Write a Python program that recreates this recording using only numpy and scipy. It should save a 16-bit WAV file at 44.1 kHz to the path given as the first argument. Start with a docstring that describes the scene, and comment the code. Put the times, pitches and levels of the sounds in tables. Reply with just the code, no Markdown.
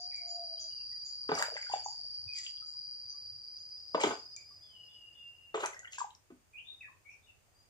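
"""Water from a plastic bucket, a few steps from a stereo microphone in a yard: a gardener waters seedlings.
Three times a cup dips in, slapping the water and ringing the bucket; trapped air gurgles and plops,
and water patters on leaves and soil. Cicadas drone near 5 kHz with their tymbals, rise a little in pitch
and die away. Songbirds whistle from the trees around and a far rooster ends its crow.
Underneath are a faint hiss, a steady rumble, and soft low thuds of the bucket and a footstep."""
import sys
import numpy as np
from scipy import signal
from scipy.fft import rfft, irfft, next_fast_len
from scipy.io import wavfile
from scipy.ndimage import uniform_filter1d

SR = 44100
rng = np.random.default_rng(int(sys.argv[2]) if len(sys.argv) > 2 else 0)


def master(y):
    """Save y as 16-bit WAV."""
    cut = np.clip(np.atleast_2d(y).T, -1, 1)
    pcm = np.round(cut * 32767)  # scale
    wavfile.write(sys.argv[1], SR, pcm.astype(np.int16))


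N = 339129
T = np.arange(N) / SR

# Levels in the tables are those before any colouring and placement.
# background hiss of the yard, with a faint cicada band near 4.75 kHz: frequency_hz, level_db
YARD_HISS = [(15, -40.5), (25, -9), (95, 0.5), (191, -14), (655, -14), (1390, -19.5), (2630, -20.5),
             (4040, -27), (4750, -22), (5880, -25.5), (6540, -19), (7480, -25), (8550, -21.5),
             (10000, -30.5), (15000, -29.5)]
# soft low thuds of the bucket and a footstep: peak_s, level_db
LOW_THUDS = [(1.34, -62), (2.26, -62), (3.351, -71.5), (4.09, -63.5)]
# single insects at the start of the drone: pitch_hz, level_db
CICADA_TONES = [(4621, -5), (4660, -11), (4725, -7), (4745, -2), (4774, -3), (4825, -10), (4869, 0),
                (4915, -7), (4960, -13)]
# rasp of the tymbals around those tones: frequency_hz, level_db
TYMBAL_RASP = [(4300, -59.5), (4480, -24.5), (4620, 1), (4760, 0), (4900, 4), (5020, -18), (5200, -32),
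               (5350, -36), (5520, -13.5), (5830, -13), (6100, -38.5), (6600, -59)]
# a small bird's high chirps: start_s, middle_hz, glide_octaves, level_db
HIGH_CHIRPS = [(0, 6050, -0.29, -63.5), (0.27, 6880, 0.039, -60.5), (0.594, 6180, -0.25, -55),
               (1.043, 6590, -0.14, -59), (1.832, 6430, -0.27, -54), (3.076, 6050, 0.042, -64),
               (3.576, 6280, 0.033, -69)]
# songbirds' slurs, and last a faint insect tone near 4.8 kHz: start_s, length_s, start_hz, end_hz, bend (under
# 1 glides early), level_db
SLURRED_NOTES = [(0.108, 0.025, 2510, 1830, 1.45, -63.5), (0.14, 0.066, 2450, 2070, 1.13, -63.5),
                 (0.544, 0.038, 4150, 3790, 1, -73), (0.569, .03, 3110, 3350, 1.2, -69.5),
                 (0.7, 0.047, 3060, 2900, 0.69, -71.5), (0.777, .04, 2790, 2690, 0.69, -71.5),
                 (0.915, 0.025, 1946, 1870, 1, -74.5), (2.275, 0.053, 2497, 2370, 1.8, -56),
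                 (2.338, 0.071, 2300, 1826, 1.8, -65), (4.364, 0.017, 2463, 2233, 1.3, -60.5),
                 (6.532, 0.071, 2398, 3310, 2.34, -56.5), (6.647, 0.094, 3435, 3707, 0.32, -60.5),
                 (6.806, 0.016, 2602, 2417, 1.7, -51.5), (6.817, 0.049, 2366, 1670, 0.71, -63.5),
                 (6.879, 0.018, 1240, 910, 1, -68), (7.048, 0.074, 2244, 2650, 2.74, -61.5),
                 (7.092, 0.044, 6070, 5500, 0.88, -78), (7.224, .04, 3630, 3600, 1.4, -78.5),
                 (7.266, 0.043, 2950, 2534, 0.9, -69.5), (7.54, .1, 4760, 4880, 1.15, -78)]
# a plaintive run of whistles: final_hz, level_db
WHISTLE_RUN = [(2865, -64), (2814, -64), (2770, -63.5), (2780, -69.5)]
# end of the far rooster's crow: time_s, pitch_hz, level_db
CROW_CONTOUR = [(0, 696, -56.5), (.08, 723, -64.5), (.17, 696, -83), (.22, 696, -62), (.31, 695, -54.5),
                (.42, 690.5, -47.5), (.49, 664, -63.5), (.535, 661, -50), (.58, 640.5, -74),
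                (.66, 656, -61), (.8, 623, -100)]
# drops landing on plastic and leaves: start_s, centre_hz, peak_db, width_octaves
DROP_SMACKS = [(0.161, 6370, -43.5, 0.25), (1.353, 12400, -39, 0.62), (1.351, 5280, -26, 0.21),
               (1.388, 6200, -27.5, 1.2), (1.412, 10500, -38, 0.83), (1.418, 14150, -29.5, .3),
               (1.4245, 5200, -23.5, 2.2), (1.425, 10250, -31.5, 0.25), (1.623, 6730, -45, 0.14),
               (2.386, 5540, -30.5, .4), (2.464, 2920, -33, 0.27), (2.573, 3020, -47, 0.22),
               (4.035, 5030, -24, 1.05), (4.07, 9800, -40, 0.53), (4.363, 6230, -35.5, 0.51),
               (5.659, 6630, -25.5, 0.86), (5.66, 9700, -29, 0.34), (5.737, 10500, -45, 0.6),
               (5.743, 5200, -47, 0.1), (5.792, 6630, -37, 0.63), (5.922, 7670, -40, 1.2),
               (6.105, 3380, -49, 0.31), (6.149, 5150, -44, 0.31)]
# the cup strikes water or bucket: start_s, air_pocket_hz, air_pocket_db, slap_db, slap_low_cut_hz
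CUP_DIPS = [(1.291, 430, -23, -27.5, 210), (1.316, 416, -19, -25.5, 207), (3.946, 466, -19.5, -25.5, 222),
            (4.038, 402, -18, -22, 235), (4.067, 385.3, -20, -27, 238), (4.108, 428, -29.5, -29, 278),
            (5.543, 406, -26.5, -28.5, 433), (5.552, 421, -22, -42.5, 413), (5.577, 411, -29, -37.5, 422),
            (5.632, 385, -27.5, -28, 574), (6.303, 351, -40, -55.5, 126), (6.321, 251.5, -39, -77.5, 126)]
# spectrum of the cup's slap: frequency_hz, level_db
SLAP_SPECTRUM = [(70, 2.5), (220, 9.5), (500, -9), (850, -1), (1150, 3), (1600, -8), (3500, -16.5),
                 (7000, -33.5), (14000, -58.5)]
# resonances of the plastic bucket: pitch_hz, level_db
BUCKET_MODES = [(229, -7), (272, -3), (301, -3), (560, -4), (678, 0), (860, 1), (1073, -4), (1191, -4),
                (1256, -2), (1490, -3)]
# the biggest bubbles: start_s, pitch_hz, peak_db, swell_s
BIG_BUBBLES = [(1.316, 857, -21, 0.0025), (1.376, 1230, -29, .004), (1.412, 910, -28.5, 0.0029),
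               (1.424, 1580, -17, 0.00075), (1.482, 610, -38.5, 0.0031), (1.519, 666, -40, 0.0024),
               (1.524, 466, -49, 0.0057), (1.555, 590, -42, 0.0039), (1.564, 874, -40, 0.0023),
               (1.567, 2030, -30.5, 0.0011), (1.574, 1610, -36, 0.0021), (1.628, 2150, -34.5, 0.0011),
               (1.665, 1514, -40, 0.0028), (1.697, 850, -36, 0.0037), (1.714, 977, -38.5, 0.0038),
               (1.7365, 788, -20.5, 0.0028), (1.76, 696, -38, 0.001), (1.86, 860, -29, 0.003),
               (1.88, 800, -45, 0.0046), (1.945, 865, -58.5, 0.0014), (1.985, 690, -63, 0.009),
               (2.04, 652, -64.5, 0.0073), (2.621, 1294, -52.5, 0.0046), (3.14, 1145, -64.5, 0.006),
               (4.505, 1148, -62, 0.0054), (3.9455, 976, -19.5, 0.0016), (3.946, 630, -25.5, 0.006),
               (3.977, 940, -29, 0.003), (4.009, 888, -32, 0.007), (4.035, 884, -19, 0.0029),
               (4.037, 3210, -25, 0.0011), (4.038, 2150, -26.5, 0.0019), (4.042, 284, -29, 0.004),
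               (4.067, 960, -27.5, 0.0014), (4.108, 1060, -33.5, 0.002), (4.133, 740, -41.5, 0.0056),
               (5.575, 928, -30, 0.0014), (5.639, 1326, -31.5, 0.0027), (5.647, 932, -30, 0.0032),
               (5.731, 2050, -44.5, 0.0031), (5.744, 1580, -45, .002), (5.763, 1916, -46, .006),
               (5.796, 1930, -48, 0.0068), (5.829, 1525, -50, .004), (5.845, 1470, -45.5, 0.0026),
               (5.847, 2890, -48, 0.0026), (5.854, 2040, -40, 0.0014), (5.872, 1880, -43, 0.0026),
               (5.878, 3230, -50, 0.002), (5.933, 2840, -39.5, 0.00091), (5.982, 1590, -37, 0.0029),
               (5.982, 985, -36, 0.0025), (6.004, 1125, -30.5, 0.0024), (6.013, 958, -27, 0.0037),
               (6.043, 852, -33, 0.0038)]
# splashes: peak_s, rise_s, t60_s, gurgle_db, patter_db, patter_hz, spray_db, spatter_db
SPLASH_SURGES = [(1.383, 0.063, 0.34, -41, -45, 2120, -50, -64.5),
                 (1.39, 0.067, 0.072, -52.5, -55, 3600, -48, -46.5),
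                 (1.437, .02, 0.21, -50, -56.5, 1740, -60, -71),
                 (1.569, 0.033, 0.14, -66, -48, 2120, -52.5, -78.5),
                 (1.63, .02, 0.8, -72.5, -66, 1910, -68, -84.5),
                 (1.745, 0.072, 0.19, -60.5, -51, 2365, -54.5, -72.5),
                 (2.395, 0.07, 0.18, -93, -58.5, 2880, -48.5, -61),
                 (2.445, .03, 0.16, -88, -58.5, 2970, -52.5, -68),
                 (2.679, 0.039, 0.2, -98, -87, 3030, -62, -79),
                 (3.984, 0.05, 0.23, -41, -59, 1500, -62.5, -79),
                 (4.014, 0.018, 0.21, -42, -36.5, 2990, -43.5, -52.5),
                 (4.037, 0.0094, .15, -37.5, -52, 3110, -45, -53),
                 (4.076, 0.029, 0.27, -45, -49.5, 2880, -47.5, -55.5),
                 (4.117, 0.022, 0.11, -48.5, -46, 2840, -52, -73),
                 (5.556, 0.017, 0.1, -56.5, -47.5, 2760, -53.5, -89.5),
                 (5.609, 0.022, 0.17, -44, -49.5, 3620, -51.5, -59),
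                 (5.652, 0.06, 0.15, -41.5, -40.5, 1910, -51.5, -50.5),
                 (5.735, 0.023, 0.58, -62, -69, 2300, -67.5, -76),
                 (5.929, 0.023, 0.34, -74, -55, 2670, -56.5, -65),
                 (5.995, 0.022, 0.13, -81, -54.5, 2560, -47, -70)]
# tone of the water as heard at the microphone: frequency_hz, gain_db
WATER_COLOUR = [(40, -28), (130, 4), (230, -4), (400, 0), (1000, -2.5), (3300, 1), (5500, -6), (7100, 6.5),
                (8600, -8.5), (11000, -13), (15000, -13)]

MIC_LAG_SAMPLES = 9  # the bucket's sound reaches the right side this much later


def undb(db):
    """Decibels to gain."""
    return 10 ** (np.asarray(db) / 20)


def unit(x):
    """Scale to rms 1."""
    return x / np.sqrt(np.mean(np.abs(x) ** 2))


def fade(t, t60):
    """Exponential decay, 60 dB down after t60."""
    return np.exp(-np.log(1000) * t / t60)


def progress(length_s):
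    """A ramp from 0 to 1."""
    return np.linspace(0, 1, int(length_s * SR))


def add(track, start_s, x):
    """Mix a sound into a track."""
    i = max(int(start_s * SR), 0)
    track[i:i + len(x)] += x[:N - i]


def colour(x, points):
    """Filter by a spectrum of (frequency_hz, gain_db) points."""
    hz, db = np.transpose(points)
    size = next_fast_len(x.shape[-1])
    bins_hz = np.maximum(np.fft.rfftfreq(size, 1 / SR), 1)
    gain = undb(np.interp(np.log(bins_hz), np.log(hz), db))
    return irfft(rfft(x, size) * gain, size)[..., :x.shape[-1]]


def band(x, hz, octaves):
    """Keep some octaves around a centre."""
    edge = 2 ** (octaves / 2)
    edges_hz = [hz / edge, min(hz * edge, .45 * SR)]
    return signal.sosfilt(signal.butter(2, edges_hz, "band", fs=SR, output="sos"), x)


def low_cut(x, hz, order):
    """Roll off the bass."""
    return signal.sosfilt(signal.butter(order, hz, "high", fs=SR, output="sos"), x)


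def walk(rate_hz):
    """A smooth random wander of rms 1."""
    step = int(SR / rate_hz)
    knots = rng.standard_normal(N // step + 2)
    return unit(uniform_filter1d(np.interp(np.arange(N) / step, np.arange(len(knots)), knots), step))


def pan(left_over_right_db):
    """Gains for the two sides of the microphone."""
    return undb(left_over_right_db * np.array([[.5], [-.5]]))


def place(x, direct_db, wet_db, t60, lag=MIC_LAG_SAMPLES, shared_hz=800):
    """Direct sound and the yard's echoes, alike on both sides in the bass; the right side lags."""
    t = np.arange(SR) / SR
    mid, side = rng.standard_normal((2, SR)) * fade(t, t60) * np.clip(t / .00098 - 1, 0, 1)
    side = low_cut(side, shared_hz, order=2)
    echoes = np.array([mid + side, mid - side]) / np.sqrt(2 * np.sum(mid ** 2))
    wet = signal.fftconvolve(x[None], echoes, axes=1)[:, :N]
    left, right = undb(direct_db) * x + undb(wet_db) * wet
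    return np.array([left, np.pad(right, (lag, 0))[:N]])


def yard_background():
    """A faint wide hiss, and soft low thuds of the bucket and a footstep over a steady rumble."""
    mid, side = colour(rng.standard_normal((2, N)), YARD_HISS)
    side = colour(side, [(30, -.5), (100, -3), (400, -2), (1200, .5)])
    hiss = unit(np.array([mid + side, mid - side]))
    noise = rng.standard_normal(N)
    rumble = unit(colour(noise, [(40, -19), (75, -8.5), (100, 6.5), (130, -8.5), (220, -25), (600, -52)]))
    hiss_level = undb(-69.5 + .5 * walk(2))
    thuds = sum(undb(db) * np.exp(-((T - peak_s) / .049) ** 2) for peak_s, db in LOW_THUDS)
    return hiss * hiss_level + rumble * (undb(-82) + thuds)


def cicadas():
    """Each insect holds a wavering tone in a band of rasp; the tones beat and rise as the chorus tires."""
    leader_hz, rise_hz, rise_at_s, silent_at_s = 4869, 118, 3.72, 5.575
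    effort = np.maximum(1 - (T / silent_at_s) ** 2.06, 0)
    pitch_hz = leader_hz + rise_hz / (1 + np.exp((rise_at_s - T) / .33))
    rise_phase = 2 * np.pi * np.cumsum(pitch_hz - leader_hz) / SR
    leader = np.exp(1j * rise_phase)
    # the others rise less far and fade sooner
    followers = np.exp(.72j * rise_phase) * undb(np.interp(T, [4.35, 5], [0, -11]))
    tones = 0
    for hz, db in CICADA_TONES:
        phase = 2 * np.pi * np.cumsum(hz + 3.8 * walk(25)) / SR
        # swaying foliage gives each side of the microphone its own level and phase
        paths = np.array([undb(1.4 * walk(14)) * np.exp(.6j * walk(3.2)) * turn for turn in (1, 1j)])
        course = leader if hz == leader_hz else followers
        tones += undb(db) * course * paths * np.exp(1j * phase)
    rasp = signal.hilbert(colour(rng.standard_normal((2, N)), TYMBAL_RASP), next_fast_len(N))[:, :N]
    rasp_db = np.interp(T, [3.3, 4.3], [-5, -1.5])  # tired insects rasp more
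    song = (unit(tones) + undb(rasp_db) * unit(rasp) * followers).real
    # the leader's octave flickers and fades as it tires
    octave = np.sin(4 * np.pi * np.cumsum(pitch_hz + 30 * walk(600)) / SR)
    octave *= undb(-37) * walk(150) * np.interp(T, [2.6, 3.2], [1, .2])
    flutter_db = np.interp(T, [4.2, 5], [1.1, 3]) * walk(60)
    # near its end the drone breaks into 14 pulses a second
    pulse_db = np.interp(T, [4.5, 4.9], [0, 3.5]) * (np.sin(2 * np.pi * 14 * T + walk(8)) - .5)
    onset = np.minimum(T / .003, 1)
    return (song + octave) * undb(-41.5 + flutter_db + pulse_db) * effort ** 1.34 * onset


def bird_notes():
    """Every chirp, slur, whistle and pip as start_s, pitch contour_hz, level_db."""
    for start_s, hz, glide, db in HIGH_CHIRPS:
        yield start_s, hz * 2 ** (glide * (progress(.037) - .5)), db
    for start_s, length_s, start_hz, end_hz, bend, db in SLURRED_NOTES:
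        yield start_s, start_hz * (end_hz / start_hz) ** (progress(length_s) ** bend), db
    # each whistle slides down from a smaller height than the last
    slide_hz = 263 * (1 - progress(.225)) ** 2
    for k, (hz, db) in enumerate(WHISTLE_RUN):
        yield 4.69 + k * .208, hz + slide_hz * .71 ** k, db
    for k in range(3):  # soft, evenly spaced pips above the run
        yield 4.615 + k * .263, 3410 * 2 ** (.026 * (.5 - progress(.07))), -75


def birds():
    """Whistled glides with a quick tremor, reaching the microphone mostly by way of the trees."""
    out, tremor = np.zeros(N), walk(450)
    for start_s, hz, db in bird_notes():
        roughness = .007 + .08 * min(np.ptp(hz) / hz.mean(), .25)  # wide sweeps are harsh
        roughness += .04 * (hz.min() > 5200) * (np.ptp(hz) > 200)  # high chirps rasp
        roughness += .012 * np.interp(db, [-74, -64], [1, 0]) * (hz.max() < 4500)  # faint far notes blur
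        waver = 1 + roughness * tremor[int(start_s * SR):][:len(hz)]
        phase = 2 * np.pi * np.cumsum(hz * waver) / SR
        arch = np.abs(np.sin(np.linspace(0, np.pi, len(hz)))) ** .5
        add(out, start_s, undb(db) * arch * np.sin(phase))
    return place(out, direct_db=-5, wet_db=3, t60=.33, lag=0, shared_hz=600) * undb(9) * pan(1)


def rooster():
    """From far off only the strongest partial of the crow is left, a little hoarse."""
    times_s, hz, db = np.transpose(CROW_CONTOUR)
    pitch_hz = np.interp(T, times_s, hz) * (1 + .013 * walk(130))
    level = undb(np.interp(T, times_s, db) + .7 * walk(60))
    crow = level * np.sin(2 * np.pi * np.cumsum(pitch_hz) / SR)
    return place(crow, direct_db=1.5, wet_db=-6, t60=.5, lag=MIC_LAG_SAMPLES // 2, shared_hz=900)


def drops():
    """Single drops land on plastic and leaves with a short smack."""
    out, t = np.zeros(N), np.arange(SR // 40) / SR
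    for start_s, hz, db, octaves in DROP_SMACKS:
        smack = band(rng.standard_normal(len(t)) * fade(t, t60=.006) * t, hz, octaves)
        add(out, start_s, undb(db) * smack / np.abs(smack).max())
    return out


def air_pocket(hz, t60, glide, attack_s):
    """A pocket of air rings down, its pitch rising as it nears the surface."""
    t = np.arange(int(1.5 * t60 * SR)) / SR
    phase = 2 * np.pi * hz * (t + glide * t * t / (2 * t60))
    return np.sin(phase) * fade(t, t60) * (1 - np.exp(-t / attack_s))


def stray_drips(count=12, low_hz=700, high_hz=1302):
    """Faint drips off the cup and the plants plink at random moments."""
    out = np.zeros(N)
    for when, pitch, size in rng.random((count, 3)):
        plink = air_pocket(low_hz * (high_hz / low_hz) ** pitch, t60=.06, glide=.08, attack_s=.0034)
        add(out, when * N / SR, undb(-67.5 + 6 * size) * plink)
    return out


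def cup():
    """Each dip slaps the water, traps a booming pocket of air and sets the bucket ringing."""
    out, t = np.zeros(N), np.arange(SR // 6) / SR
    modes = sum(undb(db) * np.sin(2 * np.pi * hz * t) for hz, db in BUCKET_MODES)
    bucket = undb(-11.5) * modes * fade(t, t60=.11)
    for start_s, pocket_hz, pocket_db, slap_db, low_cut_hz in CUP_DIPS:
        add(out, start_s, undb(pocket_db) * air_pocket(pocket_hz, t60=.045, glide=.02, attack_s=.003))
        slap = unit(colour(rng.standard_normal(len(t)), SLAP_SPECTRUM))
        slap *= fade(t, t60=.059) * (1 - np.exp(-t / .00095))
        # each slap and bucket ring has its own bass cut
        add(out, start_s, undb(slap_db) * low_cut(slap + bucket, low_cut_hz, order=5))
    return out


def plops(pitch_rise=.0061):
    """As the cup fills, lifts and drips, big bubbles swell and ring down, rising a little in pitch."""
    out = np.zeros(N)
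    for start_s, hz, db, swell_s in BIG_BUBBLES:
        t = np.arange(int(8 * swell_s * SR)) / SR
        age = t / swell_s
        phase = 2 * np.pi * hz * t * (1 + pitch_rise * (age / 2 - 1))
        add(out, start_s, undb(db) * np.sin(phase) * (age * np.exp(1 - age)) ** 2)
    return out


def tiny_bubbles(low_hz, high_hz, per_s, ring_cycles, spread_db, pitches=14):
    """A stream of tiny bubbles of random timing and size, each swelling softly before it rings down."""
    out = np.zeros(N)
    for hz in np.geomspace(low_hz, high_hz, pitches):
        births = np.zeros(N)
        when, size = rng.random((int(per_s * N / SR / pitches), 2)).T
        births[(when * N).astype(int)] = undb(spread_db * np.minimum(-np.log(size), 4))
        pole = np.exp((2j * np.pi - np.log(1000) / ring_cycles) * hz / SR)
        out += unit(signal.lfilter([1], np.poly([pole, pole]), births).imag)
    return unit(out)


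def surge(peak_s, rise_s, t60):
    """A splash builds to its height, then dies away."""
    return fade(np.maximum(T - peak_s, 0), t60) * np.clip(1 + (T - peak_s) / rise_s, 0, 1)


def splashes():
    """Stirred and poured water: larger bubbles gurgle, small ones patter, spray hisses, all in spurts."""
    spray = tiny_bubbles(4600, 7700, per_s=1400, ring_cycles=18, spread_db=4.6, pitches=20)
    patter = tiny_bubbles(1100, 4600, per_s=1000, ring_cycles=20, spread_db=3.5, pitches=24)
    gurgle = tiny_bubbles(520, 1400, per_s=900, ring_cycles=10, spread_db=1)
    spurts = unit(undb(2.5 * walk(90)))
    pattering, gurgle_power, spray_power = np.zeros((3, N))
    for peak_s, rise_s, t60, gurgle_db, patter_db, patter_hz, spray_db, _ in SPLASH_SURGES:
        swell = surge(peak_s, rise_s, t60)
        own_patter = unit(band(np.roll(patter, rng.integers(N)), patter_hz, octaves=1))
        pattering += undb(patter_db) * swell * own_patter
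        gurgle_power += (undb(gurgle_db) * swell) ** 2
        spray_power += (undb(spray_db) * swell) ** 2
    return spurts * (pattering + np.sqrt(gurgle_power) * gurgle + np.sqrt(spray_power) * spray)


def spatter():
    """The finest droplets make a dense, bright fizz on top of each splash."""
    power = sum((undb(db) * surge(peak_s, rise_s, t60)) ** 2
                for peak_s, rise_s, t60, *_, db in SPLASH_SURGES)
    mist = tiny_bubbles(8200, 15000, per_s=2200, ring_cycles=20, spread_db=4.8)
    return np.sqrt(power) * colour(mist, [(8500, -3), (10000, -5), (12300, -7), (13500, -19)])


def scene():
    """The bucket stands a few steps off, a little left, among walls and plants; animals are all around."""
    inside = place(colour(cup() + splashes(), WATER_COLOUR), direct_db=1.5, wet_db=-1, t60=.27)
    # plops and smacks at the surface reach the microphone more directly
    surface = colour(plops() + drops() + stray_drips(), WATER_COLOUR)
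    surface = place(surface, direct_db=2, wet_db=-2.5, t60=.26)
    fizz = place(spatter(), direct_db=-5, wet_db=-3, t60=.13)
    water = (inside + surface) * pan(1.2) + fizz * pan(1.5)
    return water + cicadas() * pan(1) + birds() + rooster() + yard_background()


def record(dry):
    """The microphone cuts off steeply above 15.5 kHz."""
    return signal.sosfilt(signal.ellip(10, .2, 70, 15500, fs=SR, output="sos"), dry)


dry = scene()
out = record(dry)
master(out)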